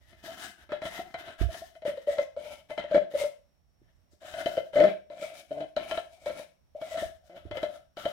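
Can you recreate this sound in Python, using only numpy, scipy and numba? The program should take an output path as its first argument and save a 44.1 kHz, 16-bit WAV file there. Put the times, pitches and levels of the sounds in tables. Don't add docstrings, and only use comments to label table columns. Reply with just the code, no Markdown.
import sys
import numpy as np
from scipy import signal
from scipy.fft import rfft, irfft, next_fast_len
from scipy.io import wavfile
from numba import njit

SR = 44100
rng = np.random.default_rng(int(sys.argv[2]) if len(sys.argv) > 2 else 0)


def log_audio(samples):
    frames = np.atleast_2d(samples).T
    limited = np.clip(frames, -1, 1)
    pcm = np.round(limited * 32767).astype(np.int16)
    wavfile.write(sys.argv[1], SR, pcm)


def volts_from_decibels(level):
    exponent = np.asarray(level, float) / 20
    return 10 ** exponent


N = 358076
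TIME = np.arange(N) / SR

# frequency in Hz, level in dB per Hz.
ROOM_TONE = [(18, -31), (30, -1), (66, 2), (423, -22.5), (643, -19), (977, -26), (5230, -36), (5650, -27),
             (6440, -40), (15700, -39.5)]
# frequency in Hz, left minus right in dB.
LEFT_LEAD = [(150, 1), (380, 2), (700, 3.5), (1500, 5), (2400, 5.5), (4400, 13.5), (8000, 11.5), (12000, 4)]
# time in seconds, peak in dB, pitch in Hz, T60 in seconds.
BUMPS = [
    (1.414, -12, 59, 0.15),
    (3.817, -58, 117.7, 0.25),
    (4.133, -56.5, 74.2, 0.092),
    (7.018, -35, 78.6, 0.19),
    (7.454, -35, 87, 0.15),
    (7.509, -40, 109, 0.15),
]
# landing and lifting in seconds, pressure in dB,
# wet slide in dB above pressure, air in the tin in dB above pressure.
SCRAPES = [(0.0, 0.2, -61.5, -10.5, -10), (0.225, 0.45, -43.5, -8, -6.5), (0.81, 0.96, -43.5, -10.5, -6.5),
           (1.17, 1.27, -44, -17, -5.5), (1.48, 1.58, -51, -6.5, -10), (2.36, 2.52, -48.5, -8.5, 2),
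           (2.87, 2.97, -47.5, -20.5, -5), (3.1, 3.22, -44, -8.5, 5.5), (4.2, 4.42, -46.5, -11, 4),
           (4.45, 4.57, -47, -7.5, 5.5), (4.725, 4.85, -37, -17.5, 4.5), (5.1, 5.26, -50, -10, 6),
           (5.48, 5.62, -57.5, -9, 3.5), (5.82, 5.95, -50, -8, -0.5), (6.03, 6.245, -65.5, -5, 5.5),
           (6.8, 7.03, -45, -10, 2.5), (7.2, 7.33, -70.5, -3, 10), (7.505, 7.63, -47.5, -15, 7),
           (7.962, 8.07, -46, -10, -0.5)]
# landing and lifting in seconds, pressure in dB,
# wet slide in dB above pressure, air in the tin in dB above pressure.
SKIDS = [(0.52, 0.63, -65.5, -13.5, -12.5), (6.745, 6.8, -72, -9, 22.5), (0.69, 0.74, -48, -21, -27),
         (1.0, 1.08, -56.5, -6, -8), (1.375, 1.42, -46, -12.5, 0.5), (1.63, 1.7, -64.5, -2, -11),
         (1.845, 1.88, -46.5, -14, 3), (1.96, 2.02, -62, -6, 2), (2.063, 2.13, -44, -13.5, 13.5),
         (2.17, 2.21, -53, -12, 5.5), (2.685, 2.71, -52.5, -13.5, -20), (2.772, 2.8, -42.5, -29, -13),
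         (3.815, 3.89, -78.5, -28, -2), (4.1, 4.13, -81.5, 7, 5), (5.33, 5.39, -57, -6.5, -0.5),
         (5.757, 5.79, -41.5, -19.5, -4), (6.25, 6.29, -45.5, -8.5, -2), (6.35, 6.39, -50, -7, -1.5),
         (7.345, 7.38, -53.5, -15, -5.5), (7.42, 7.49, -70, -17.5, 7.5), (7.68, 7.76, -57.5, -10.5, 6)]
# start and end in seconds, first and last rate in Hz, level in dB.
RIBS = [
    (4.755, 4.85, 115, 180, -33.5),
    (4.85, 4.885, 200, 202, -36.5),
    (2.93, 2.98, 71, 100, -32.5),
    (5.5, 5.65, 140, 152, -49),
    (7.29, 7.37, 165, 190, -58.5),
]
# time in seconds, air peak in dB, wall and thud in dB above air.
TAPS = [(0.995, -28, -18, -2.5), (1.145, -31, -4, -11.5), (1.545, -35.5, -6.5, -35),
        (1.621, -35.5, -34, -15), (1.855, -20.5, -27, -18), (1.976, -34, -20, -29),
        (2.187, -17, -15.5, -37), (2.368, -27, -24, -45), (2.781, -24.5, -12, -8.5),
        (2.843, -29.5, -21, -23), (3.015, -31, -36, -26.5), (4.342, -30, -12.5, -32),
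        (4.463, -17, -14.5, -11.5), (4.573, -17.5, -25, -36), (4.58, -16, -25.5, -19),
        (4.736, -32.5, -15, -23), (4.805, -9.5, -18, -28), (5.104, -36.5, -16, -12), (5.574, -28, -35, -22),
        (5.768, -20, -11, -20), (5.978, -21.5, -13.5, -15), (6.263, -24, -12, -20), (6.298, -26, -36, -19),
        (6.394, -36, -14, -30), (6.752, -33.5, -38, -22), (7.515, -32, -8, -4.5), (7.574, -29, -6.5, -9),
        (7.633, -19, -15, -12.5), (7.973, -33, -7.5, -14), (8.058, -18.5, -14.5, -15)]
# time in seconds, air peak in dB, wall and thud in dB above air.
KNOCKS = [(0.695, -42, -8, -6), (0.723, -27, -8, -7), (0.822, -32.5, -8, -8), (0.857, -32, -3.5, 0.5),
          (1.756, -45, -11, -11), (1.824, -36.5, -16.5, -15), (1.883, -26.5, -30.5, -4),
          (2.075, -19.5, -33.5, -25), (2.451, -41, -11.5, -25), (2.701, -34.5, -17.5, -11),
          (2.708, -33.5, -12.5, -9), (2.915, -20.5, -26, -23), (2.95, -14.5, -16, -13),
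          (3.141, -23, -37, -20), (3.203, -30, -21, -25), (3.239, -25, -17, -20), (4.76, -17, -17.5, -17),
          (4.841, -12.5, -21, -16.5), (5.229, -30.5, -16.5, -10.5), (5.511, -32, -32, -26),
          (5.608, -28, -14, -13.5), (5.915, -27.5, -4, -28), (6.385, -42.5, -5.5, -19),
          (6.818, -30.5, -12.5, -14.5), (0.28, -37.5, -23, -25), (1.49, -36.5, -25, -25),
          (6.912, -33.5, -25, -34), (6.946, -28.5, -39, -32), (7.026, -28.5, -28, -4.5)]
# time in seconds, pitch in Hz.
MOUTH_PITCH = [(0.0, 588), (0.54, 697), (0.68, 587), (1.06, 699), (1.31, 616), (1.7, 682), (1.92, 562.4),
               (2.83, 618), (3.1, 563), (3.84, 645), (4.02, 560), (4.34, 635), (4.7, 601.2), (6.17, 640.6),
               (6.22, 600.6), (7.1, 640), (7.35, 597), (8.12, 623)]
# time in seconds, frequency in Hz.
RASP_PITCH = [(0.0, 1900), (0.42, 1520), (0.68, 1550), (0.95, 1930), (1.2, 1500), (1.6, 1760), (2.15, 1900),
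              (2.5, 2300), (2.8, 2050), (2.97, 1480), (3.2, 2100), (4.45, 1440), (4.78, 1600), (4.86, 2300),
              (5.9, 2280), (6.8, 2250), (7.02, 1780), (7.36, 1330)]
# frequency in Hz, width in Hz, level in dB.
SPOON_MODES = [(211, 53, -7), (318, 54.7, 1.5), (374, 70, -1.5)]
# frequency in Hz, width in Hz, level in dB.
WALL_MODES = [(924.6, 210, 7), (1075.5, 32, -10.5), (1363, 74, 4.5), (1388, 130, -0.5), (1520, 48, -4),
              (1616, 62, -5.5), (1738, 99, -1), (1845, 43, -13.5), (1930, 87, -13.5), (2052, 34, -4),
              (2250, 61, -7), (2260, 15, -9.5), (2470, 34, -10.5), (2580, 72, -4), (3066, 136, 2),
              (3353, 27, -14), (3820, 63, -11), (3980, 57, -14.5)]
# frequency in Hz, level in dB per Hz.
FRICTION = [(470, -38), (800, -4.5), (1590, -4.5), (1870, -3), (2450, -3.5), (3480, 2), (4410, -9),
            (7820, -20), (11600, -21), (15700, -24.5)]

ROOM_DB, WHINE_HZ, WHINE_DB = -77.5, 5520, -90
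KITCHEN_T60_S, KITCHEN_DB = 0.32, -8
RUMBLE_FLOOR_DB = -70.5
RUMBLE_DB, RUMBLE_SHARE, BUMP_RUMBLE_DB = -44, 0.48, -10.5
SCRAPE_BUILD_DB, SKID_BUILD_DB = 11, 6.5
LAND_S, LIFT_DB_PER_S = 0.018, 238
SWELL_S = 0.00348
TAP_SHUDDER_S, KNOCK_SHUDDER_S = 0.012, 0.023
DENT_SHARE, DENT_S = 0.12, 0.018
SPOON_DB = -5.5


def unit(x):
    return x / np.sqrt(np.mean(x ** 2))


def on_log(table, hz):
    f, v = np.transpose(table)
    return np.interp(np.log(hz + 1), np.log(f), v)


def colour(x, gain):
    size = next_fast_len(N)
    hz = np.arange(size // 2 + 1) * SR / size
    return irfft(rfft(x, size) * gain(hz), size)[..., :N]


@njit
def moving_band(x, hz, width):
    y, band, low = np.empty(len(x)), 0., 0.
    for i in range(len(x)):
        g, k = np.tan(np.pi * hz[i] / SR), width / hz[i]
        v = (band + g * (x[i] - low)) / (1 + g * (g + k))
        band, low, y[i] = 2 * v - band, low + 2 * g * v, k * v
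    return y


def ring(x, hz, width):
    r, turn = np.exp(-np.pi * width / SR), 2 * np.pi * hz / SR
    return signal.lfilter([0, np.sin(turn)], [1, -2 * r * np.cos(turn), r * r], x + 1e-18)


def clicks(times, db):
    x = np.zeros(N)
    np.add.at(x, np.minimum((np.asarray(times) * SR).astype(int), N - 1), volts_from_decibels(db))
    return x


def fade(x, s):
    return signal.lfilter([1], [1, -np.exp(-1 / (s * SR))], x)


def sway(rate, db):
    knots = np.clip(rng.standard_normal(int(N / SR * 60)), -3, 1.3)
    return np.interp(TIME, np.arange(len(knots)) / rate, volts_from_decibels(db * knots))


def quiet():
    tone = colour(rng.standard_normal((2, N)), lambda f: volts_from_decibels(on_log(ROOM_TONE, f)) * (f > 120))
    whine = volts_from_decibels(WHINE_DB + 3.5) * sway(6, 1.5) * np.sin(2 * np.pi * WHINE_HZ * TIME)
    return volts_from_decibels(ROOM_DB + 3) * sway(7.9, 1.7) * unit(tone) + whine


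def kitchen(x):
    t = np.arange(SR // 2) / SR
    tail = rng.standard_normal((2, len(t))) * volts_from_decibels(-60 * t / KITCHEN_T60_S) * (t > .008)
    tail /= np.sqrt(np.sum(tail ** 2, axis=1, keepdims=True))
    return volts_from_decibels(KITCHEN_DB) * signal.fftconvolve(x[None], tail, axes=1)[:, :N]


def ports(x):
    return colour(x, lambda f: volts_from_decibels(np.outer([.5, -.5], on_log(LEFT_LEAD, f))))


def bumps(pressure):
    thuds = sum(ring(clicks([s], db + 5.5), hz, 2.0 / t60) for s, db, hz, t60 in BUMPS)
    s, db = np.transpose(BUMPS)[:2]
    shake = fade(clicks(s, db + BUMP_RUMBLE_DB), 0.046) + volts_from_decibels(RUMBLE_FLOOR_DB)
    shake = shake + volts_from_decibels(RUMBLE_DB) * pressure ** RUMBLE_SHARE
    rumble = volts_from_decibels(-16) * shake * sway(16, 4.9) * ring(rng.standard_normal((2, N)), 73, 31)
    right = thuds + rumble[1]
    left = volts_from_decibels(-8.5) * rumble[0] - volts_from_decibels(-35.5) * right
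    return colour(np.array([left, right]), lambda f: 1 / (1 + (38 / (f + 1)) ** 3) / (1 + (f / 150) ** 2))


def strokes():
    out = np.zeros((3, N))
    for rows, build_db in ((SCRAPES, SCRAPE_BUILD_DB), (SKIDS, SKID_BUILD_DB)):
        for t0, t1, db, slide_db, air_db in rows:
            i = slice(max(int(t0 * SR), 0), int((t1 + .5) * SR))
            t = TIME[i]
            build = -build_db * (t1 - t) / (t1 - t0)
            shape_db = np.minimum(build, -LIFT_DB_PER_S * (t - t1))
            level_db = db + np.array([[0], [slide_db], [air_db]])
            out[:, i] += volts_from_decibels(level_db + shape_db) * np.minimum((t - t0) / LAND_S, 1)
    return np.maximum(out, 1e-5)


def grains(rate, spread_db, alike):
    size = (rng.random(N) < rate / SR) * volts_from_decibels(spread_db * np.minimum(rng.exponential(size=N), 3.5))
    common, own = rng.standard_normal(N), rng.standard_normal((2, N))
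    return unit(size * (np.sqrt(alike) * common + np.sqrt(1 - alike) * own))


def ribs():
    drive, uneven = np.zeros(N), volts_from_decibels(2.5 * rng.standard_normal(N))
    for t0, t1, hz0, hz1, db in RIBS:
        rate = np.interp(TIME, [t0, t1], [hz0, hz1]) * (TIME > t0) * (TIME < t1)
        drive += volts_from_decibels(db) * np.diff(np.floor(np.cumsum(rate / SR)), prepend=0)
    return drive * uneven


def shudder(at, db, length, hz):
    x, chance = np.zeros(N), rng.random((len(at), 2))
    for t0, level, s, (turn, off) in zip(at, volts_from_decibels(db), length, chance):
        i = np.arange(int(t0 * SR), min(int((t0 + s) * SR), N))
        t = TIME[i] - t0
        swell = np.abs(np.sin(np.pi * t / s))
        x[i] += level * swell * np.sin(2 * np.pi * (turn + hz[i[0]] * (1.1 + 0.023 * off) * t))
    return x


def crack(x, s):
    return rng.standard_normal((2, N)) * fade(x, s) / np.sqrt(s * SR / 2)


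def body(modes, drive, patchy_db, spread):
    angle = np.pi / 4 + spread * rng.uniform(-0.97, 1, len(modes))
    aim = np.sqrt(2) * np.array([np.cos(angle), np.sin(angle)]).T[:, :, None]
    return sum(a * ring(volts_from_decibels(db) * sway(7, patchy_db) * drive, hz, w) for a, (hz, w, db) in zip(aim, modes))


def spoon(jolts, pressure, slips, rib):
    drive = volts_from_decibels(SPOON_DB - 26.5) * pressure * slips + jolts + volts_from_decibels(2.0) * rib
    bending = body(SPOON_MODES, drive, 3.6, 0.95)
    return colour(bending, lambda f: 1 / (1 + (130 / (f + 1)) ** 3) / (1 + (f / 520) ** 3))


def friction(pressure, slide, fine, clank, rasp_hz):
    rasp = volts_from_decibels(1.0) * pressure * fine + volts_from_decibels(19) * clank
    hiss = volts_from_decibels(21.5) * slide * sway(16, 1.8) * fine + volts_from_decibels(17) * clank
    rasp += volts_from_decibels(18) * np.array([moving_band(c + 1e-18, rasp_hz, 130.0) for c in rasp])
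    patch_hz = np.clip(9800 * sway(9, 2.4), 5000, 15000)
    hiss += np.array([moving_band(c + 1e-18, patch_hz, 1500.0) for c in hiss])

    def shape(f):
        return volts_from_decibels(on_log(FRICTION, f))

    def edge(f):
        return 1 / (1 + (f / 4600) ** 8)

    return colour(rasp, lambda f: shape(f) * edge(f)) + colour(hiss, lambda f: shape(f) * (1 - edge(f)))


def air(x, hz):
    fed = moving_band(moving_band(x + 1e-18, hz, 190.0), 1.037 * hz, 160.0)
    modes = moving_band(fed, hz, 42.)
    modes += volts_from_decibels(-6.5) * moving_band(fed, 1.1 * hz, 28.0)
    modes += volts_from_decibels(-2.0) * moving_band(fed, 0.914 * hz, 38.0)
    return modes * SR / 120


def tin(pressure, slide, boom):
    at, db, clank_db, thud_db = np.transpose(TAPS + KNOCKS)
    at = at - SWELL_S
    length = np.repeat([TAP_SHUDDER_S, KNOCK_SHUDDER_S], [len(TAPS), len(KNOCKS)])
    air_hz = np.interp(TIME, *np.transpose(MOUTH_PITCH))
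    rasp_hz = np.interp(TIME, *np.transpose(RASP_PITCH))
    dent = np.minimum(fade(clicks(at, 0), DENT_S), 1)
    air_hz = air_hz * (1 + DENT_SHARE / 4 - DENT_SHARE * dent)

    slips = grains(900, 2.2, 0.92)[0] * sway(45, 5.98)
    fine = grains(12000, 1.8, 0.095) * sway(30, 5.25)
    rib = ribs()
    blows = clicks(at, db - 11) + shudder(at, db - 46.5, length, air_hz)
    bump_s, bump_db = np.transpose(BUMPS)[:2]
    jolts = clicks(at, db + thud_db - 0.5) + clicks(bump_s, 0.62 * bump_db - 17.5)
    tick = clicks(at, db + clank_db - 6)
    clank = crack(tick, 0.015) + volts_from_decibels(-3.5) * crack(tick, 0.0025) + volts_from_decibels(-13.0) * crack(rib, 0.003)

    note = air(volts_from_decibels(-24.5) * boom * slips + blows + volts_from_decibels(4.5) * rib, air_hz)
    wall = body(WALL_MODES, volts_from_decibels(-36) * pressure * (slips + fine[0]) + clank[0], 4.0, 1.73)
    scrape = friction(pressure, slide, fine, clank, rasp_hz)
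    return note + spoon(jolts, pressure, slips, rib) + wall + scrape


def scene():
    contact = strokes()
    can = tin(*contact)
    return ports(can + kitchen(can[0])) + bumps(contact[0]) + quiet()


def top_cut(x):
    return signal.sosfilt(signal.butter(12, 15870, fs=SR, output="sos"), x)


def record(dry):
    return top_cut(dry)


dry = scene()
out = record(dry)
log_audio(out)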